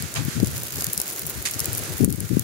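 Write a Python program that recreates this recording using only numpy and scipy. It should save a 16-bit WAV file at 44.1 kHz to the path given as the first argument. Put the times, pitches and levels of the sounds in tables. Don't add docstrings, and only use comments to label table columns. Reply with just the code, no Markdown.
import sys
import numpy as np
from scipy import signal
from scipy.fft import rfft, irfft, next_fast_len
from scipy.io import wavfile
from scipy.ndimage import uniform_filter1d, minimum_filter1d

SR = 44100
rng = np.random.default_rng(int(sys.argv[2]) if len(sys.argv) > 2 else 0)


def digitize_waveform(pressure):
    field = np.atleast_2d(pressure).T
    bounded = np.clip(field, -1, 1)
    quanta = np.round(bounded * 32767).astype(np.int16)
    wavfile.write(sys.argv[1], SR, quanta)


N = 107559

# (t/s, level/dB)
ROAR_LEVELS = [(1.5, -42.5), (1.7, -38.5), (2.44, -46)]
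# (f/Hz, level/dB)
ROAR_SPECTRUM = [(25, -40), (60, -5), (120, -0.5), (220, 0.5), (340, 3.5), (500, 0.5), (900, -7),
                 (1500, -11.5), (8000, -16), (15000, -24.5)]
# (t/s, level/dB)
RUSH_LEVELS = [(0, -35.5), (.1, -39.5), (.33, -35), (.6, -41), (.82, -38.5), (1.15, -41.5), (1.54, -38.5),
               (1.62, -34.5), (2.15, -40.5), (2.44, -37.5)]
# (f/Hz, level/dB)
RUSH_SPECTRUM = [(400, -13), (900, -6.5), (1450, 5), (2200, 2.5), (3200, -3), (7000, -4.5), (15000, -16)]
# (t/s, level/dB)
SIZZLE_LEVELS = [(.08, -44), (.3, -41), (.6, -35), (.85, -34.5), (1.13, -35), (1.24, -36.5), (1.55, -37),
                 (1.7, -39), (1.95, -35.5), (2.44, -42)]
# (f/Hz, level/dB)
SIZZLE_SPECTRUM = [(500, -11), (1500, 3), (3000, 0), (6000, -0.5), (11000, -3), (15000, 1)]
# (centre t/s, level/dB, Gaussian width of the power/s)
PUFFS = [(.005, -26.5, 0.0064), (0.043, -23.5, 0.0078), (0.199, -21, 0.017), (0.257, -21.5, 0.006),
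         (0.283, -18.5, 0.0046), (0.378, -20.5, 0.013), (0.413, -20.5, 0.0085), (0.435, -12, 0.0043),
         (.475, -24.5, 0.011), (.55, -31, 0.02), (0.779, -32, 0.023), (0.881, -27.5, 0.0081),
         (0.983, -33, 0.0093), (1.25, -34, 0.02), (1.379, -28.5, 0.015), (1.563, -26.5, 0.0046),
         (1.619, -25, 0.0043), (1.687, -23.5, 0.006), (1.734, -28.5, 0.013), (1.81, -32, 0.024),
         (1.909, -27, 0.011), (1.948, -24.5, 0.0042), (2.012, -15, 0.005), (2.037, -9.5, 0.0138),
         (2.089, -13, 0.0042), (2.107, -18, 0.015), (2.144, -18.5, 0.0054), (2.185, -19.5, 0.0056),
         (2.212, -21.5, 0.004), (2.244, -21, 0.011), (2.312, -14, 0.0054), (2.334, -13.5, 0.0061),
         (2.352, -18.5, 0.0052), (2.389, -22.5, 0.017)]
# (t/s, level/dB)
BREEZE_LEVELS = [(.85, -42.5), (1.1, -68), (1.3, -43)]
# (t/s, level/dB)
RIGHT_WIND_LEVELS = [(.27, -66), (.4, -34), (.44, -44), (.48, -34), (.57, -35), (.65, -37), (.7, -73)]
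# (f/Hz, level/dB)
WIND_SPECTRUM = [(20, -53), (45, -43), (65, -1.5), (90, 2), (140, 4), (200, -10), (300, -16.5),
                 (500, -37.5), (4000, -80)]
# (f/Hz, level/dB)
GUST_SPECTRUM = [(20, -41), (45, -22), (70, -9.5), (130, 3), (220, 2), (340, -6), (480, -17), (700, -36.5),
                 (1200, -46.5), (4000, -69)]
# (t/s, energy level/dB, tilt/dB per octave)
SNAPS = [(0.0235, -2.5, -5), (0.1406, -4.5, -4), (.153, -5, -5), (0.25, -1, 6), (0.4012, -1, -8),
         (.446, -4, -7), (0.4715, -2.5, -6), (.561, -8, 0), (0.5795, -0.5, 1.5), (.634, 1, 5),
         (0.7228, -3.5, -3), (0.758, -3, -1), (.786, -5, -7), (0.8084, 1, -4), (.822, 1, -6),
         (0.8432, 5, 0.5), (0.8674, 2, -3), (.932, 8.5, 5.5), (0.94, -7, 2), (0.9774, 6.5, -0.5),
         (1.0008, 4, -5), (1.016, 3.5, 1), (1.079, -0.5, 3.5), (1.1018, -4, -1), (1.126, -5, 5),
         (1.162, -5, 0), (1.194, 3, 6.5), (1.211, -8, 11), (1.2195, -6, 6), (1.2663, 2, 6.5),
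         (1.2718, 1, 8), (1.2974, 3.5, 4), (1.4253, -4.5, 2), (1.4544, -5.5, -7), (1.511, -2, -3),
         (1.5146, -2.5, 5), (1.537, -4, -5), (1.5422, -3.5, -4), (1.5938, 3, -5), (1.603, 5, -5),
         (1.611, -5, 6), (1.645, -1, -4), (1.6566, 5.5, 3), (1.731, 2, 4.5), (1.75, 2, -1),
         (1.7752, 5.5, 11), (1.7805, 0, -1), (1.7916, -4, 1), (1.836, -3, 1), (1.9818, 0, 9),
         (2.1035, 1, 1), (2.126, 2.5, -1), (2.159, -5, 3), (2.2043, 2.5, -1), (2.3947, 8.5, 3.5)]
# (f/Hz, level/dB)
SNAP_SPECTRUM = [(300, -28.5), (1000, -19), (2000, -29), (4000, -8), (6000, -1), (10000, -0.5), (15000, 0)]
# (t/s, level/dB, rise/s, decay/s, tilt/dB per octave)
SPITS = [(0.148, -23.5, 0.016, 0.031, -4), (1.452, -21, 0.0034, 0.027, 1)]
# (f/Hz, level/dB)
SPIT_SPECTRUM = [(300, -28), (800, -5), (1200, -1.5), (2000, 6), (4000, 0.5), (7000, -1), (11000, -6.5),
                 (15000, -31)]
# (t/s, peak level/dB)
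SLAPS = [(0.4286, -3), (2.0061, -4.5), (2.0773, -4), (2.369, 0)]
# (f/Hz, level/dB)
LEFT_PORT = [(500, 0), (1000, -3), (1800, -8.5), (3000, -3), (5000, 0), (6500, -4), (7800, -3.5),
             (9300, 5.5), (10700, 7.5), (13000, 3), (15000, 1)]
# (f/Hz, level/dB)
RIGHT_PORT = [(500, 0.5), (1000, -0.5), (1500, -2), (3100, -1.5), (5800, 1), (6600, 6), (7400, 4.5),
              (8800, 3), (10300, -6), (11300, 6), (15000, 0.5)]

TILT_PIVOT_HZ = 7000
RUSH_PAN_DB, FLICKER_DB, FLICKERS_PER_S = -1.5, 1.57, 18

CRACKLES_PER_S, CRACKLE_SPREAD_DB, CRACKLE_RANGE_DB = 1700, 7.5, 27
CRACKLE_TAIL_DB, CRACKLE_TAIL_S, HISS_DB = 11, 0.0034, -2.5
RIGHT_LAG_S, RIGHT_DB = 0.0004, -8

GUST_DB, GUST_RANGE_DB = -20, 4
WIND_DB, PORT_MAX, PORT_TOP_HZ = 1.5, 0.68, 724
SLAP_TILT = 2.6

TICKS_PER_S, TICK_OVER_SIZZLE_DB, TICK_RANGE_DB, TICK_TILT = 85, 27.5, 9, 2.2

NEAR_SNAP = (2.0461, 15.5, 3)
SNAP_DB, SNAP_DECAY_S = 0.5, 0.0002
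SPLINTER_DB, SPLINTER_DECAY_S = -14, 0.0013
ONSET_DB, ONSET_S, LEAD_S = -12, 0.001, 0.005
ECHO_S, ECHO_SPREAD, ECHO_WIDTH_S = 0.0014, 0.2, 0.00035
ECHO_LEFT_DB, ECHO_RIGHT_DB = -12, -3
FIELD_DB, FIELD_DECAY_S = -18, 0.008

SPIT_PAN_DB, SPIT_GRIT_DB, SPIT_GRAINS_PER_S = -3, 3, 1800

LOW_CUT_HZ, TOP_HZ = 53.4, 15700
LIMIT_DB, SENSE_ABOVE_HZ, RELEASE_DB_PER_S = -7.5, 1500, 12.5


def undb(db):
    return 10 ** (np.asarray(db) / 20)


def unit(x):
    return x / np.sqrt(np.mean(x ** 2))


def curve(rows):
    return np.interp(np.arange(N) / SR, *np.array(rows).T)


def pan(db):
    return undb(np.array([[db], [-db]]) / 2)


def colour(x, points, tilt=0):
    size = 2 * next_fast_len(x.shape[-1])
    octave = np.log2(np.maximum(np.arange(size // 2 + 1) * SR / size, 1))
    hz, db = np.array(points).T
    tilt_octaves = np.maximum(octave, np.log2(hz[0])) - np.log2(TILT_PIVOT_HZ)
    gain_db = np.interp(octave, np.log2(hz), db) + tilt * tilt_octaves
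    cepstrum = irfft(np.log(undb(gain_db)))
    fold = np.r_[1, np.full(size // 2 - 1, 2), 1, np.zeros(size // 2 - 1)]
    response = np.exp(rfft(cepstrum * fold))
    return irfft(rfft(x, size) * response)[..., :x.shape[-1]]


def walk(rate):
    hold = max(int(SR / rate), 1)
    steps = np.repeat(rng.standard_normal(N // hold + 1), hold)
    return unit(uniform_filter1d(steps, hold)[:N])


def burst(envelope):
    x = envelope * rng.standard_normal(len(envelope))
    return x / np.sqrt(np.sum(x ** 2))


def flames(levels, spectrum, shared):
    common = np.sqrt(shared) * rng.standard_normal(N)
    separate = np.sqrt(1 - shared) * rng.standard_normal((2, N))
    level_db = curve(levels) + FLICKER_DB * walk(FLICKERS_PER_S)
    return unit(colour(common + separate, spectrum)) * undb(level_db)


def sizzle(size=512):
    happens = rng.random(N) < CRACKLES_PER_S / SR
    strength_db = np.minimum(CRACKLE_SPREAD_DB * rng.exponential(1, N), CRACKLE_RANGE_DB)
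    clicks = happens * rng.choice([-1, 1], N) * undb(strength_db)
    right_clicks = undb(RIGHT_DB) * np.roll(clicks, int(RIGHT_LAG_S * SR))
    direct = unit(np.array([clicks, right_clicks]))
    tail_power = np.exp(-2 * np.arange(size) / SR / CRACKLE_TAIL_S)
    tail_envelope = unit(np.sqrt(np.convolve(clicks ** 2, tail_power)[:N]))
    smear = tail_envelope * rng.standard_normal((2, N))
    hiss = rng.standard_normal((2, N))
    mix = direct + undb(CRACKLE_TAIL_DB) * smear + undb(HISS_DB) * hiss
    return unit(colour(mix, SIZZLE_SPECTRUM)) * undb(curve(SIZZLE_LEVELS))


def puffs():
    t = np.arange(N) / SR
    power = undb(curve(BREEZE_LEVELS)) ** 2
    for centre, db, width in PUFFS:
        power = power + undb(db) ** 2 * np.exp(-0.5 * ((t - centre) / width) ** 2)
    return 10 * np.log10(power)


def wind(db):
    eddies = rng.standard_normal(N)
    hard = 0.5 + 0.5 * np.tanh((db - GUST_DB) / GUST_RANGE_DB)
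    gentle_push = unit(colour(eddies, WIND_SPECTRUM))
    hard_push = unit(colour(eddies, GUST_SPECTRUM))
    push = (1 - hard) * gentle_push + hard * hard_push
    power = uniform_filter1d(np.abs(signal.hilbert(push)) ** 2 / 2, size=600)
    push = push / np.sqrt(power)
    pressure = PORT_MAX * np.tanh(push * undb(db + WIND_DB) / PORT_MAX)
    return signal.sosfilt(signal.butter(2, PORT_TOP_HZ, fs=SR, output="sos"), pressure)


def ticks():
    sizzle_db = curve(SIZZLE_LEVELS)
    rows = []
    for when, far, thin in rng.random((int(TICKS_PER_S * N / SR), 3)):
        db = sizzle_db[int(when * N)] + TICK_OVER_SIZZLE_DB - TICK_RANGE_DB * np.sqrt(far)
        rows.append((when * N / SR, db, 2 * TICK_TILT * thin))
    return rows


def fade(age, decay):
    return burst((age >= 0) * np.exp(-np.abs(age) / decay))


def snaps(rows, size=1536):
    out = np.zeros((2, N + size))
    t = np.arange(size) / SR - LEAD_S
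    for start, db, tilt in rows:
        crack = fade(t, SNAP_DECAY_S)
        crack = crack + undb(SPLINTER_DB) * fade(t, SPLINTER_DECAY_S)
        crack = crack + undb(ONSET_DB) * fade(-t, ONSET_S)
        delay = ECHO_S * (1 + ECHO_SPREAD * rng.uniform(-0.96, 1))
        echo = np.exp(-0.5 * ((t - delay) / ECHO_WIDTH_S) ** 2)
        left = crack + undb(ECHO_LEFT_DB) * burst(echo)
        right = undb(RIGHT_DB) * np.roll(crack, int(RIGHT_LAG_S * SR))
        right = right + undb(ECHO_RIGHT_DB) * burst(echo)
        field = np.array([fade(t, FIELD_DECAY_S) for _ in range(2)])
        snap = colour(np.array([left, right]) + undb(FIELD_DB) * field, SNAP_SPECTRUM, tilt)
        snap = snap / np.sqrt(np.sum(snap ** 2))
        first = max(int((start - LEAD_S) * SR), 0)
        out[:, first:first + size] += undb(db + SNAP_DB) * snap
    return out[:, :N]


def spits():
    out = np.zeros((2, N))
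    for start, db, rise, decay, tilt in SPITS:
        age = np.maximum(np.arange(N) / SR - start, 0)
        envelope = np.minimum(age / rise, 1) * np.exp(-np.maximum(age - rise, 0) / decay)
        grit = undb(SPIT_GRIT_DB * walk(SPIT_GRAINS_PER_S))
        jet = grit * rng.standard_normal((2, N))
        out += undb(db) * envelope * unit(colour(jet, SPIT_SPECTRUM, tilt))
    return out * pan(SPIT_PAN_DB)


def slaps():
    hits = np.zeros(N)
    for start, db in SLAPS:
        hits[int(start * SR)] = undb(db)
    push = colour(np.r_[1, np.zeros(2047)], GUST_SPECTRUM, SLAP_TILT)
    return signal.fftconvolve(hits, push / np.max(np.abs(push)))[:N]


def scene():
    roar = flames(ROAR_LEVELS, ROAR_SPECTRUM, shared=0.76)
    rush = pan(RUSH_PAN_DB) * flames(RUSH_LEVELS, RUSH_SPECTRUM, shared=0.033)
    left_wind = wind(puffs()) + slaps()
    right_wind = wind(curve(RIGHT_WIND_LEVELS))
    buffets = np.array([left_wind, right_wind])
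    stems = snaps([*SNAPS, NEAR_SNAP, *ticks()])
    return roar + rush + sizzle() + buffets + stems + spits()


def record(dry):
    x = np.array([colour(dry[0], LEFT_PORT), colour(dry[1], RIGHT_PORT)])
    x = signal.sosfilt(signal.butter(4, LOW_CUT_HZ, "high", fs=SR, output="sos"), x)
    sensed = signal.sosfilt(signal.butter(2, SENSE_ABOVE_HZ, "high", fs=SR, output="sos"), x)
    power = uniform_filter1d(np.sum(sensed ** 2, axis=0), size=110)
    over_db = 10 * np.log10(np.maximum(power / undb(LIMIT_DB) ** 2, 1))
    recovery = RELEASE_DB_PER_S * np.arange(N) / SR
    duck_db = recovery - np.maximum.accumulate(over_db + recovery)
    duck_db = uniform_filter1d(minimum_filter1d(duck_db, size=61), size=41)
    limited = np.clip(x * undb(duck_db), -1, 1)
    top = signal.ellip(10, 0.2, 80, TOP_HZ, fs=SR, output="sos")
    return signal.sosfilt(top, limited)


dry = scene()
out = record(dry)
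digitize_waveform(out)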